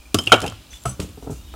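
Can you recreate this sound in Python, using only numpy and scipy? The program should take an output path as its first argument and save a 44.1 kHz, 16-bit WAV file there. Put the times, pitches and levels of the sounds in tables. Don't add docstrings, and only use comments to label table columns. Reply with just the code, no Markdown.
import sys
import numpy as np
from scipy import signal
from scipy.fft import rfft, irfft
from scipy.io import wavfile
from scipy.ndimage import map_coordinates

SR = 44100
rng = np.random.default_rng(int(sys.argv[2]) if len(sys.argv) > 2 else 0)


def ratio_of_db(decibels):
    return 10 ** (np.asarray(decibels, float) / 20)


def transcribe(signal):
    frames = np.atleast_2d(signal).T
    limited = np.clip(frames, -1, 1)
    pcm = np.round(limited * 32767).astype(np.int16)
    wavfile.write(sys.argv[1], SR, pcm)


N = 68355


def unit(x):
    return x / np.sqrt(np.mean(x ** 2) + 1e-20)


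def along(points, hz):
    f, v = np.transpose(points)
    return np.interp(np.log(hz + 1), np.log(f + 1), v)


def wobble(rate, size=N):
    knots = rng.standard_normal(size // 8 + 9)
    return map_coordinates(knots, [np.arange(size) * min(rate / SR, 1 / 8)])


def noise(points, size=N):
    hz = np.fft.rfftfreq(size, 1 / SR)
    band = (hz > points[0][0] / 2) & (hz < 15900)
    spectrum = rfft(rng.standard_normal(size)) * ratio_of_db(along(points, hz))
    return unit(irfft(spectrum * band, size))


def add(out, s, x):
    i = max(round(s * SR), 0)
    out[i:i + len(x)] += x[:N - i]


# pitch_hz, level_db
CRACK_COLOUR = [(100, 12), (800, -14), (3000, -0.5), (6000, -5), (11000, -9.5), (16000, -34)]
# pitch_hz, level_db
RUBBLE_COLOUR = [(120, -5), (400, 3), (1500, -8.5)]
CRACK_T60_S, RUBBLE_T60_S, RUBBLE_DB = 0.037, 0.11, -17
HARD_RISE_S, SOFT_RISE_S = 0.00055, 0.0025
BLUR_SHARE = 0.12


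def struck(modes, hits, rise_s, fastest_blur=140):
    out = np.zeros(N)
    t = np.arange(SR // 4) / SR
    hz, db, t60 = np.transpose(modes)[..., None]
    crumbling = RUBBLE_COLOUR + [(2 * RUBBLE_COLOUR[-1][0], -60)]
    for s, ring_db, crack_db in hits:
        uneven_db = 2 * rng.standard_normal((len(modes), 1))
        wander = np.array([wobble(min(BLUR_SHARE * f, fastest_blur), size=len(t)) for f in hz[:, 0]])
        ring = ratio_of_db(db + uneven_db - 60 * t / t60) * np.sin(2 * np.pi * hz * t + wander)
        crack = ratio_of_db(crack_db - 60 * t / CRACK_T60_S) * noise(CRACK_COLOUR, size=len(t))
        loose = ratio_of_db(RUBBLE_DB - 60 * t / RUBBLE_T60_S) * noise(crumbling, size=len(t))
        press = 1 - np.exp(-t / rise_s)
        add(out, s, ratio_of_db(ring_db) * (ring.sum(0) + loose) * press + crack)
    return out


# pitch_hz, level_db, t60_s
SLAB = [(92.6, -1, 0.18), (227.4, -7, 0.088), (294, 6.5, 0.04), (377, 5, 0.036), (550, 2.5, 0.028),
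        (700, 2, 0.025), (1167, -7, 0.071), (1315, -9.5, 0.076), (2300, -4, 0.0036)]
# start_s, ring_db, crack_db
CHOP = [
    (.1445, -11, -11),
]


def chop():
    return struck(SLAB, CHOP, SOFT_RISE_S)


# pitch_hz, level_db, t60_s
HALF = [(1356, -8.5, 0.037), (3128, 1.5, 0.051), (3115, -17, 0.2), (5170, -4, 0.037)]
OTHER_HALF = [(356, -4, 0.029), (810, -19, .03), (1314, -3.5, 0.0076), (2753, 4.5, .025), (2860, -15, 0.16),
              (3040, 2.5, 0.014)]
# start_s, ring_db, crack_db
HALF_HITS = [(.187, -11, -20), (0.2391, -41, -37.5), (0.344, -24, -38.5), (.426, -30.5, -50),
             (.478, -24.5, -28.5)]
OTHER_HITS = [(0.2690, -25, -31.5), (0.2730, -13, -24.5), (0.3409, -9.5, -29), (0.391, -35.5, -61),
              (0.4632, -27, -26)]


def halves():
    return struck(HALF, HALF_HITS, HARD_RISE_S) + struck(OTHER_HALF, OTHER_HITS, HARD_RISE_S)


# pitch_hz, level_db, t60_s
UPRIGHT = [(250, -11, 0.055), (502, -17, 0.095), (713, 1.5, 0.029), (995, -2.5, 0.015), (1175, -7, 0.03),
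           (1353, 3.5, 0.028), (1425, -6, 0.028), (2299, -8.5, 0.028), (3124, -2.5, 0.041)]
UPRIGHT_EDGE = [(2700, -7.5, .03), (3105, 0.5, .035), (3168, -3.5, .04), (3843, -4, 0.053)]
UPRIGHT_FACE = [(269, -12, 0.0268), (425, 2.5, 0.02), (657, 0.5, 0.023), (739, -0.5, 0.015),
                (802.6, -5.5, 0.051), (991, -6.5, 0.013), (1624, -16, .02), (2550, -8, .015)]
# start_s, ring_db, crack_db
UPRIGHT_HITS = [(0.3192, -6, -20), (.320, 0.5, -9.5), (.328, -3, -40), (0.343, -11.5, -41),
                (0.354, -23, -39.5), (0.377, -29.5, -43.5), (0.297, -31.5, -50)]
EDGE_HITS = [
    (0.325, -3, -12.5),
]
FACE_HITS = [(0.334, -0.5, -25), (.3405, -8, -29), (.351, -31, -49), (.362, -32, -31.5), (.433, -22, -42),
             (.4412, -15, -37), (.453, -22.5, -58)]


def upright():
    body = struck(UPRIGHT, UPRIGHT_HITS, HARD_RISE_S)
    edge = struck(UPRIGHT_EDGE, EDGE_HITS, HARD_RISE_S)
    face = struck(UPRIGHT_FACE, FACE_HITS, HARD_RISE_S)
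    return body + edge + face


# pitch_hz, level_db, t60_s
KERB = [(67, -9.5, 0.23), (125.4, -2, 0.24), (191.2, -11.5, 0.24), (436, -3.5, 0.029), (677, 0, 0.05),
        (801, 0, .03), (1063, -5, 0.021), (1311, -3.5, 0.089), (1845, -13, 0.023), (2820, -14, 0.019)]
GROUND = [(86.6, -8.5, 0.25), (140.2, -6.5, 0.1), (186.8, -10.5, 0.14), (281, -3.5, 0.062),
          (410, 4.5, 0.024), (498, -5, 0.04), (668, -10.5, 0.024), (810, -13.5, 0.024), (1278, -18, 0.051)]
TUMBLING = [(98, -5, .15), (146, -6.5, 0.16), (267, -2, 0.078), (424.5, 1.5, 0.043), (522, -1, 0.013),
            (720, -2, 0.021), (880, -8, .03), (1310, -17.5, 0.042)]
LEDGE = [(70, -12, 0.1), (103.5, 6, 0.42)]
# start_s, ring_db, crack_db
KERB_HITS = [(0.853, -20, -55), (0.856, -15.5, -34), (0.883, -32, -52), (1.539, -34, -53)]
GROUND_HITS = [(.417, -26, -24.5), (0.424, -20.5, -44.5), (0.431, -25, -47.5), (0.467, -20.5, -60),
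               (0.488, -31, -58), (0.511, -39.5, -64), (0.995, -16, -46), (1.0, -16.5, -23.5),
               (1.021, -23.5, -40), (1.042, -29.5, -61), (1.09, -35, -46.5)]
TUMBLING_HITS = [(1.174, -32, -67), (1.225, -28.5, -48), (1.243, -35, -47.5), (1.263, -31.5, -61),
                 (1.272, -21.5, -64), (1.296, -21, -55), (1.304, -29, -67), (1.313, -28, -60),
                 (1.325, -30, -49), (1.349, -39.5, -61)]
LEDGE_HITS = [(0.27, -32, -94.5), (0.321, -28.5, -76), (0.423, -47, -78), (0.488, -35.5, -47)]


def drop_and_tumble():
    bodies = [(KERB, KERB_HITS), (GROUND, GROUND_HITS), (TUMBLING, TUMBLING_HITS), (LEDGE, LEDGE_HITS)]
    return sum(struck(modes, hits, SOFT_RISE_S) for modes, hits in bodies)


# pitch_hz, level_db, t60_s
SCRAP = [(5980, -12, 0.13), (8000, 3, 0.055), (9950, -8.5, 0.12), (11770, -14, 0.024)]
SCRAP_RIM = [(6100, -0.5, 0.16), (6800, -15, .06), (7100, -10, .05)]
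# start_s, ring_db, crack_db
SCRAP_HITS = [(.855, -25, -33), (.875, -36, -75), (.893, -32.5, -61), (0.911, -38, -63), (.935, -50, -63),
              (1.005, -57, -68), (1.305, -54, -60)]
RIM_HITS = [(.706, -41, -66), (0.751, -60, -48), (.891, -35, -72), (0.915, -56, -76), (0.935, -53.5, -70),
            (1.234, -60, -70), (1.36, -54, -70)]


def metal_scrap():
    plate = struck(SCRAP, SCRAP_HITS, HARD_RISE_S, fastest_blur=420)
    return plate + struck(SCRAP_RIM, RIM_HITS, HARD_RISE_S, fastest_blur=420)


# start_s, level_db, pitch_hz
CHIPS = [(.1440, -15.5, 13100), (.2375, -35.5, 9500), (.254, -46, 9000), (0.261, -30.5, 8200),
         (.2975, -44, 10000), (0.335, -28, 6000), (0.3402, -18.5, 6100), (.4035, -29, 5000),
         (.404, -28, 8600), (.424, -32, 9000), (0.4418, -29.5, 2530), (.499, -31.5, 6900),
         (.523, -32, 1064), (0.669, -43.5, 3500), (.732, -33.5, 3000), (0.837, -37.5, 9800),
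         (.857, -23, 2100), (1.540, -31, 1120)]


def chips():
    out = np.zeros(N)
    t = np.arange(SR // 32) / SR
    for s, db, hz in CHIPS:
        colour = [(hz / 3, -14), (hz, 0), (hz * 2, -30)]
        add(out, s, ratio_of_db(db - 60 * t / .014) * noise(colour, size=len(t)))
    return out


# pitch_hz, level_db
GRIT_COLOUR = [(200, -2), (1500, -12), (3000, 1), (5000, -8), (12000, -42.5)]
# pitch_hz, level_db
DUST_COLOUR = [(3000, -21), (7000, 0), (10000, -7.5), (15000, -16)]
# start_s, rise_s, t60_s, level_db, dust_share (0-1)
GRIT = [(0.143, 0.001, 0.8, -35.5, 0.76), (.32, 0.0043, 0.33, -32.5, 0.44),
        (.415, 0.0034, 0.29, -39.5, 0.66), (.48, .03, 1, -48.5, 0), (.705, 0.022, 0.5, -44, 0.66),
        (0.857, .005, 0.24, -33, 0.54), (1.004, 0.013, 0.26, -34.5, 0.49),
        (1.227, 0.0053, 0.15, -48.5, 0.74), (1.299, 0.01, 0.34, -41.5, 0.8), (1.449, 0.16, .3, -48.5, 0)]


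def spiky(colour):
    return unit(ratio_of_db(2 * wobble(700) + 1.5 * wobble(60)) * noise(colour))


def grit():
    t, out = np.arange(N) / SR, np.zeros(N)
    crumbs, dust = spiky(GRIT_COLOUR), spiky(DUST_COLOUR)
    for s, rise, t60, db, dust_share in GRIT:
        swell = np.clip((t - s) / rise, 0, 1)
        flow = ratio_of_db(db - 60 * np.clip(t - s - rise, 0, None) / t60) * swell
        fine = np.clip(dust_share, 0, 1)
        out += flow * ((1 - fine) * crumbs + fine * dust)
    return out


# pitch_hz, t60_s
WALL = [(100, 0.67), (400, 0.28), (1300, 0.36), (3000, 0.36), (8000, 0.05), (15000, 0.021)]
WALL_DB, WALL_DELAY_S = -17, .004
SCATTER, SCATTER_HZ = .7, 600


def wall(x):
    scattered = x * (1 - SCATTER + SCATTER * wobble(SCATTER_HZ))
    _, t, z = signal.stft(rng.standard_normal(SR // 2), SR, nperseg=256)
    decay = ratio_of_db(-60 * t / along(WALL, hz=_)[:, None])
    tail = signal.istft(z * decay, SR, nperseg=256)[1]
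    late = np.pad(scattered, (round(WALL_DELAY_S * SR), 0))
    return ratio_of_db(WALL_DB) * signal.fftconvolve(late, tail / np.linalg.norm(tail))[:N]


# start_s, length_s, pitch_hz, level_db
BIRDS = [(0, 0.037, 2444, -47.5), (.05, 0.037, 2394, -49), (.1, 0.056, 2400, -55), (0.737, 0.06, 5930, -50),
         (.712, 0.073, 3480, -39), (.725, .04, 2900, -47), (.735, 0.066, 7100, -57.5), (.8, .04, 7400, -47),
         (.822, 0.038, 9600, -52), (1.35, .025, 2700, -58), (1.46, .09, 3027, -53), (1.483, .06, 3350, -51)]
# start_s, length_s, pitch_hz, level_db
WHISTLE = [
    (1.368, .09, 3690, -58),
    (1.443, .06, 3710, -53),
    (1.498, .06, 3700, -51),
    (1.372, .065, 2800, -56),
]
BIRD_FLUTTER, WHISTLE_FLUTTER, FLUTTER_HZ = .5, .15, 300


def birds():
    out, size = np.zeros(N), SR // 8
    notes = [(*b, BIRD_FLUTTER) for b in BIRDS] + [(*w, WHISTLE_FLUTTER) for w in WHISTLE]
    for s, length, hz, db, flutter in notes:
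        progress = np.clip(np.arange(size) / (length * SR), 0, 1)
        swell = np.sin(np.pi * progress) ** .5
        pitch = hz * (1 + .005 * wobble(150, size=size))
        level = ratio_of_db(db + 2.5 * wobble(140, size=size))
        breath = 1 - flutter + flutter * wobble(FLUTTER_HZ, size=size)
        add(out, s, level * breath * swell * np.sin(2 * np.pi * np.cumsum(pitch) / SR))
    return out


# pitch_hz, level_db (per Hz)
HISS = [(88, -24), (150, -13), (675, -11), (1340, -13), (2100, -20.5), (2400, -13), (3770, -15),
        (9000, -19), (16000, -28)]
# pitch_hz, level_db (per Hz)
RUMBLE = [(20, -28.5), (40, 5.5), (62, 16), (100, -9.5), (160, -11.5), (300, -11.5), (500, -35.5)]
HISS_DB, RUMBLE_DB, WHINE_DB, WHINE_HZ = -54.5, -43.5, -71, 12000


def air():
    rumble = ratio_of_db(RUMBLE_DB + 4.9 * wobble(1.1)) * noise(RUMBLE)
    hiss = ratio_of_db(HISS_DB + 1.1 * wobble(1.8)) * noise(HISS)
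    phase = 2 * np.pi * WHINE_HZ * np.arange(N) / SR + wobble(40)
    return rumble + hiss + ratio_of_db(WHINE_DB) * np.sin(phase)


def scene():
    bricks = chop() + halves() + upright() + drop_and_tumble() + metal_scrap()
    near = bricks + chips() + birds()
    return np.tile(near + wall(near) + grit() + air(), (2, 1))


# pitch_hz, level_db
APART = [(60, -40), (600, -36), (2500, -31), (5000, -25), (15000, -15)]
SIDE_HISS_DB = -65.5


def channel_difference(x):
    hz = np.fft.rfftfreq(N, 1 / SR)
    parted = irfft(rfft(x * wobble(900)) * ratio_of_db(along(APART, hz)), N)
    return parted + ratio_of_db(SIDE_HISS_DB) * noise([(3000, -10.5), (14000, -11.0)])


def top_cut(x):
    return signal.sosfilt(signal.butter(12, 16470, fs=SR, output="sos"), x)


TOP, KNEE = 1.02, 6
TOP_HZ, LOW_CUT_HZ = 16470, 45


def record(dry):
    x = dry / (1 + np.abs(dry / TOP) ** KNEE) ** (1 / KNEE)
    hz = np.fft.rfftfreq(N, 1 / SR)
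    low_cut = hz ** 2 / (hz ** 2 + LOW_CUT_HZ ** 2)
    x = irfft(rfft(x) * (hz < TOP_HZ) * low_cut, N)
    mix = x + channel_difference(x[0]) * [[1], [-1]]
    return top_cut(mix)


dry = scene()
out = record(dry)
transcribe(out)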